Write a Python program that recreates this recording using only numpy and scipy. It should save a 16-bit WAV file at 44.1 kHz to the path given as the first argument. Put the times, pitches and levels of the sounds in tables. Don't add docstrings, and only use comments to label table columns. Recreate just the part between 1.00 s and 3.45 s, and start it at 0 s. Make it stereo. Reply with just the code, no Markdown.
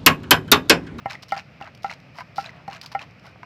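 import sys
import numpy as np
from scipy import signal
from scipy.fft import rfft, irfft, next_fast_len
from scipy.io import wavfile
from scipy.ndimage import map_coordinates

SR = 44100
rng = np.random.default_rng(int(sys.argv[2]) if len(sys.argv) > 2 else 0)


def put_to_file(sound):
    columns = np.atleast_2d(sound).T
    safe = np.clip(columns, -1, 1)
    whole_steps = np.round(safe * 32767)
    wavfile.write(sys.argv[1], SR, whole_steps.astype(np.int16))


N = 108045


def amp(db):
    return 10 ** (np.asarray(db) / 20)


def unit(x):
    return x / np.sqrt(np.mean(x ** 2) + 1e-20)


def along(points, hz):
    f, v = np.transpose(points)
    return np.interp(np.log(hz + 1), np.log(f + 1), v)


def split(difference):
    return np.array([[.5], [-.5]]) * difference


def filtered(x, response):
    n = x.shape[-1]
    m = next_fast_len(n + 4096)
    return irfft(rfft(x, m) * response(np.fft.rfftfreq(m, 1 / SR)), m)[..., :n]


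def coloured(x, spectrum):
    return unit(filtered(x, lambda hz: amp(along(spectrum, hz))))


def balanced(x, balance):
    return filtered(x, lambda hz: amp(split(along(balance, hz))))


def add(out, s, x):
    i = max(0, round(s * SR))
    out[:, i:i + x.shape[1]] += x[:, :max(0, N - i)]


def decay(t, t60):
    return np.exp(-np.log(1000) * t / t60)


def ring(modes, attack_s):
    t = np.arange(SR // 10) / SR
    total = np.zeros((2, len(t)))
    for k, (hz, db, t60, pan, lead) in enumerate(modes):
        wave = np.sin(2 * np.pi * hz * t + split(lead))
        total += (-1) ** k * amp(db + split(pan)) * decay(t, t60) * wave
    return (1 - np.exp(-t / attack_s)) * total


def snap(spectrum, t60, attack_s=0.00032):
    t = np.arange(SR // 10) / SR
    noise = coloured(rng.standard_normal((2, len(t))), spectrum)
    return noise * decay(t, t60) * (1 - np.exp(-t / attack_s))


# start in seconds, level in dB, modes above the upper band in dB,
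# upper band in dB, left-right of the main mode in dB, wet slap in dB, dull thud in dB,
# table thump in dB, attack time constant in seconds, ring length factor.
BLOWS = [(0.0572, -16, -5, -11, -1.5, -45.5, -23, -44, 0.0012, 1.14),
         (0.3203, -10.5, -2.5, -0.5, 7, -27.5, -29, -44, 0.0032, 1),
         (.3672, -24.5, -12, -5, 8, -54, -36.5, -38, 0.0019, 0.94),
         (0.611, -25.5, -5.5, -6, -3, -43.5, -36, -61, 0.0013, 1.1),
         (.8440, -11, -9.5, -2, 5, -35, -26, -34, 0.004, 0.85),
         (1.3813, -9.5, -14, -0.5, 3, -41, -31, -41, 0.0041, 0.82),
         (1.6790, -21, -13, -24, -6.5, -38, -29, -32.5, 0.0017, 1.12),
         (1.949, -9, -5, -5, -2.5, -38.5, -29.5, -46, 0.0034, 0.88)]
# mode in Hz, level in dB, t60 in seconds before the blow's length factor,
# left-right in dB, left lead in radians.
MORTAR_MODES = [(515, -29, 0.033, 29, 0.5), (649, -11, 0.045, 6, -0.3), (793.4, 0, 0.071, 2, -0.43),
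                (1016, -8.5, 0.027, -4, -2.6), (1333, -4, 0.051, -9.5, 1.43), (1424, -16, 0.11, -4, 1.6),
                (1856, -13.5, 0.064, 8.5, -0.2), (2081, -6, 0.044, -0.5, 1.07),
                (2304, -4.5, 0.023, -7, 2.5), (2906, -3.5, 0.019, 2, 2.5)]
# frequency in Hz, level in dB.
THUD_SPECTRUM = [(100, 6), (380, -15.5), (640, 3.5), (1000, -2.5), (1500, -15), (2300, -18.5), (3300, -37),
                 (6000, -46)]
# frequency in Hz, left-right in dB.
MASH_BALANCE = [(600, -5), (1300, -8.5), (2200, -10), (4500, 3.5)]
# frequency in Hz, level in dB.
SPOON_SPECTRUM = [(300, -30.5), (1000, -12.5), (2900, 0.5), (3500, -3), (4200, 0.5), (5200, 3.5),
                  (6600, -13), (9500, -22), (12000, -18), (15500, -27)]
MAIN_BAND_HZ, UPPER_BAND_HZ = (720, 880), (1200, 1550)
SLAP_T60_S, THUD_T60_S = 0.021, 0.054
THUMP_HZ, THUMP_T60_S, THUMP_ATTACK_S = 176, .05, 0.00067


def pestle():
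    out = np.zeros((2, N))
    thump = ring([(THUMP_HZ, 0, THUMP_T60_S, 0, 0)], THUMP_ATTACK_S)
    for s, db, top_db, upper_db, main_pan_db, slap_db, thud_db, thump_db, attack_s, length in BLOWS:
        modes = []
        for hz, level_db, t60_s, pan_db, lead_rad in MORTAR_MODES:
            level_db += top_db * (hz > UPPER_BAND_HZ[1])
            level_db += upper_db * (UPPER_BAND_HZ[0] < hz < UPPER_BAND_HZ[1])
            pan_db += main_pan_db * (MAIN_BAND_HZ[0] < hz < MAIN_BAND_HZ[1])
            modes.append((hz, level_db, t60_s * length, pan_db, lead_rad))
        thud = balanced(snap(THUD_SPECTRUM, THUD_T60_S)[0], MASH_BALANCE)
        add(out, s, amp(db) * ring(modes, attack_s))
        add(out, s, amp(thump_db) * thump)
        add(out, s, amp(thud_db) * thud)
        add(out, s, amp(slap_db) * snap(SPOON_SPECTRUM, SLAP_T60_S))
    return out


LEAD_S, LEAD_SCATTER_S = .00012, .00005
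SQUISH_HZ, SQUISH_LOG_SPREAD, SQUISH_PITCH_LIMIT = 1640, 0.5295, 1.7
SQUISH_CYCLES, SQUISH_PER_S = 4.4, 1500


def squish(moving):
    chance = rng.random(N)
    start = np.flatnonzero(moving & (chance < SQUISH_PER_S / SR))
    pitch, size, scatter = rng.standard_normal((3, len(start), 1))
    t = np.arange(SR // 100) / SR
    pitch = np.clip(pitch, -SQUISH_PITCH_LIMIT, SQUISH_PITCH_LIMIT)
    hz = SQUISH_HZ * np.exp(SQUISH_LOG_SPREAD * pitch)
    envelope = np.exp(-t * hz / SQUISH_CYCLES) * (1 - np.exp(-t * hz)) ** 2
    grains = amp(2.3 * np.minimum(size, 1.5)) * envelope
    at = (start[:, None] + np.arange(len(t))).ravel()
    lead = LEAD_S + LEAD_SCATTER_S * scatter
    pair = []
    for ear in (.5, -.5):
        wave = grains * np.sin(2 * np.pi * hz * (t + ear * lead))
        pair.append(np.bincount(at, wave.ravel(), N)[:N])
    return unit(balanced(np.array(pair), MASH_BALANCE)) * np.sqrt(moving.mean())


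CRACKLE_T30_S = .0045
WALL_SCATTER = 4.4


def crackle(per_s, spike_db, spectrum):
    sizes_db = spike_db * np.minimum(rng.exponential(size=N), 3)
    click_power = (rng.random(N) < per_s / SR) * amp(sizes_db) ** 2
    gate = np.sqrt(signal.lfilter([1], [1, -decay(1 / SR, CRACKLE_T30_S)], click_power))
    noise = gate * rng.standard_normal((3, N))
    direct = filtered(noise[0], lambda hz: np.exp(2j * np.pi * hz * split(LEAD_S)))
    return coloured(direct + WALL_SCATTER * noise[1:], spectrum)


def strokes(rows, per_s, spike_db, spectrum):
    t = np.arange(N) / SR
    swells = np.array([np.interp(t, [s, s + rise, s + rise + fall], [0, 1, 0])
                       for s, rise, fall, *_ in rows])
    squish_gain, crackle_gain = amp([row[3:] for row in rows]).T @ swells
    wet = squish_gain * squish(squish_gain > 0)
    return wet + crackle_gain * crackle(per_s, spike_db, spectrum)


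# start in seconds, rise in seconds, fall in seconds,
# squish in dB, fizz in dB.
SQUELCHES = [(.078, 0.038, 0.041, -35.5, -34.5), (.138, 0.013, 0.017, -38, -76),
             (.322, .055, 0.043, -38.5, -37.5), (.596, 0.033, 0.036, -41, -46),
             (.640, 0.037, 0.023, -40.5, -53.5), (.842, .025, .04, -41.5, -47),
             (.888, 0.026, 0.037, -38.5, -38), (1.378, 0.029, .035, -55, -40),
             (1.425, 0.031, 0.057, -39.5, -42), (1.48, 0.075, 0.16, -48.5, -62),
             (1.680, 0.053, 0.078, -40.5, -41.5), (1.992, 0.023, 0.04, -38.5, -39)]
# frequency in Hz, level in dB.
FIZZ_SPECTRUM = [(300, -52), (1500, -3), (2700, 4.5), (3300, -7.5), (3900, -2.5), (5200, -6), (6500, -13.5),
                 (9500, -31), (12000, -27), (15500, -37.5)]
FIZZ_PER_S, FIZZ_SPIKE_DB = 550, 4.5


def squelches():
    return strokes(SQUELCHES, FIZZ_PER_S, FIZZ_SPIKE_DB, FIZZ_SPECTRUM)


# start in seconds, pitch in Hz, level in dB.
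POPS = [(0.099, 3910, -21), (0.1321, 5100, -23), (.1530, 2020, -23.5), (.3112, 2990, -26.5),
        (.3783, 5000, -21.5), (.3900, 2230, -27.5), (0.6242, 2760, -24.5), (0.8972, 2060, -21.5),
        (.9250, 2250, -29.5), (1.4432, 2490, -24.5), (1.4608, 3950, -19.5), (1.4925, 2020, -27),
        (1.7662, 2340, -31.5), (1.9924, 2500, -21), (2.0120, 2260, -32), (2.0185, 3160, -26)]
POP_CYCLES, POP_ATTACK_S, POP_LEAD_RAD = 33.3, 0.00036, 1.5
POP_CLICK_DB, POP_CLICK_T60_S = -12.5, 0.015


def pops():
    out = np.zeros((2, N))
    for s, hz, db in POPS:
        mode = (hz, 0, POP_CYCLES / hz, along(MASH_BALANCE, hz), POP_LEAD_RAD)
        add(out, s, amp(db) * ring([mode], POP_ATTACK_S))
        add(out, s, amp(db + POP_CLICK_DB) * snap(FIZZ_SPECTRUM, POP_CLICK_T60_S))
    return out


# start in seconds, rise in seconds, fall in seconds,
# body in dB, hiss in dB.
SCRAPES = [(.220, .012, .012, -45, -38), (.280, 0.012, 0.08, -54, -46), (.820, 0.0075, 0.06, -72, -49.5),
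           (1.135, 0.063, 0.03, -41, -43.5), (1.350, 0.031, 0.08, -47.5, -41),
           (1.808, 0.03, 0.052, -45.5, -41), (1.914, 0.0057, 0.032, -40.5, -42.5),
           (2.225, 0.026, 0.085, -44, -52.5)]
# start in seconds, level in dB.
TICKS = [(0.2274, -41), (.2350, -40), (0.2837, -40), (0.749, -39), (0.775, -44), (0.832, -34),
         (.9365, -36.5), (1.001, -47.5), (1.3597, -34), (1.8136, -26.5), (1.8604, -27.5), (1.917, -38.5),
         (2.109, -50.5), (2.196, -49), (2.265, -41), (2.4304, -45.5)]
# start in seconds, level in dB, pitch factor.
KNOCKS = [(.604, -38, 0.94), (.910, -28, 0.91), (1.185, -24.5, 0.95), (1.191, -32, 1.05), (1.207, -24, 1.0),
          (1.212, -30, 0.97), (1.218, -31.5, 0.993), (2.358, -37.5, 0.74), (2.4313, -26, 0.99)]
# mode in Hz before the pitch factor, level in dB, t60 in seconds,
# left-right in dB, left lead in radians.
SPOON_MODES = [(699, -12, 0.04, 3, 0), (1010, -3, 0.027, -7.5, 0), (1256, -12, 0.04, -1.5, 1.1),
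               (1560, 0, 0.013, -8, 1.6), (2187, 2, 0.012, -1.5, 1.96), (2800, -11, 0.016, 6, 1.9)]
SCRAPE_PER_S, SCRAPE_SPIKE_DB, TICK_T60_S = 700, 3.5, 0.022


def spoon():
    out = strokes(SCRAPES, SCRAPE_PER_S, SCRAPE_SPIKE_DB, SPOON_SPECTRUM)
    for s, db in TICKS:
        add(out, s, amp(db) * snap(SPOON_SPECTRUM, TICK_T60_S))
    for s, db, pitch in KNOCKS:
        modes = [(hz * pitch, *rest) for hz, *rest in SPOON_MODES]
        add(out, s, amp(db) * ring(modes, attack_s=0.00081))
    return out


def echo(x, t60s):
    hz, t, z = signal.stft(rng.standard_normal((2, SR // 3)), SR, nperseg=128)
    fading = z * decay(t, along(t60s, hz)[:, None])
    tail = signal.istft(fading, SR, nperseg=128)[1]
    return signal.fftconvolve(x, tail / np.linalg.norm(tail[0]), axes=1)[:, :N]


# frequency in Hz, level in dB.
STREET_SPECTRUM = [(15, -47), (25, -47), (61, -10), (119, 1), (169, -1.5), (233, -9), (289, -9.5),
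                   (340, -16), (666, -12.5), (970, -20.5), (1240, -15), (1620, -17.5), (2490, -11),
                   (3440, -26), (5280, -26.5), (6550, -41), (9810, -53), (13500, -48.5), (15500, -61)]
# frequency in Hz, left-right correlation.
STREET_ALIKE = [(40, 0.85), (170, 1), (400, 0.8), (800, 0.59), (1500, -0.14), (3000, -0.35), (8000, -0.042)]
STREET_DB, STREET_SWAY_DB = -47.5, 0.71


def street():
    def mid_side(hz):
        angle = np.arccos(np.clip(along(STREET_ALIKE, hz), -1, 1)) / 2
        return amp(along(STREET_SPECTRUM, hz)) * [np.cos(angle), np.sin(angle)]

    mid, side = filtered(rng.standard_normal((2, N)), mid_side)
    sway = map_coordinates(rng.standard_normal(N // 4000 + 4), [np.arange(N) / 4000])
    return amp(STREET_DB + STREET_SWAY_DB * sway) * unit(np.array([mid + side, mid - side]))


# frequency in Hz, t60 in seconds.
STALL_T60 = [(200, 0.12), (2000, 0.22), (10000, 0.22)]
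STALL_DB, LOW_CUT_HZ = -14, 130


def scene():
    near = pestle() + squelches() + pops() + spoon()
    low_cut = signal.butter(3, LOW_CUT_HZ, "highpass", fs=SR, output="sos")
    near = signal.sosfilt(low_cut, near)
    return near + amp(STALL_DB) * echo(near, STALL_T60) + street()


TOP_HZ = 16000


def record(dry):
    return filtered(dry, lambda hz: hz < TOP_HZ)


dry = scene()
out = record(dry)
put_to_file(out)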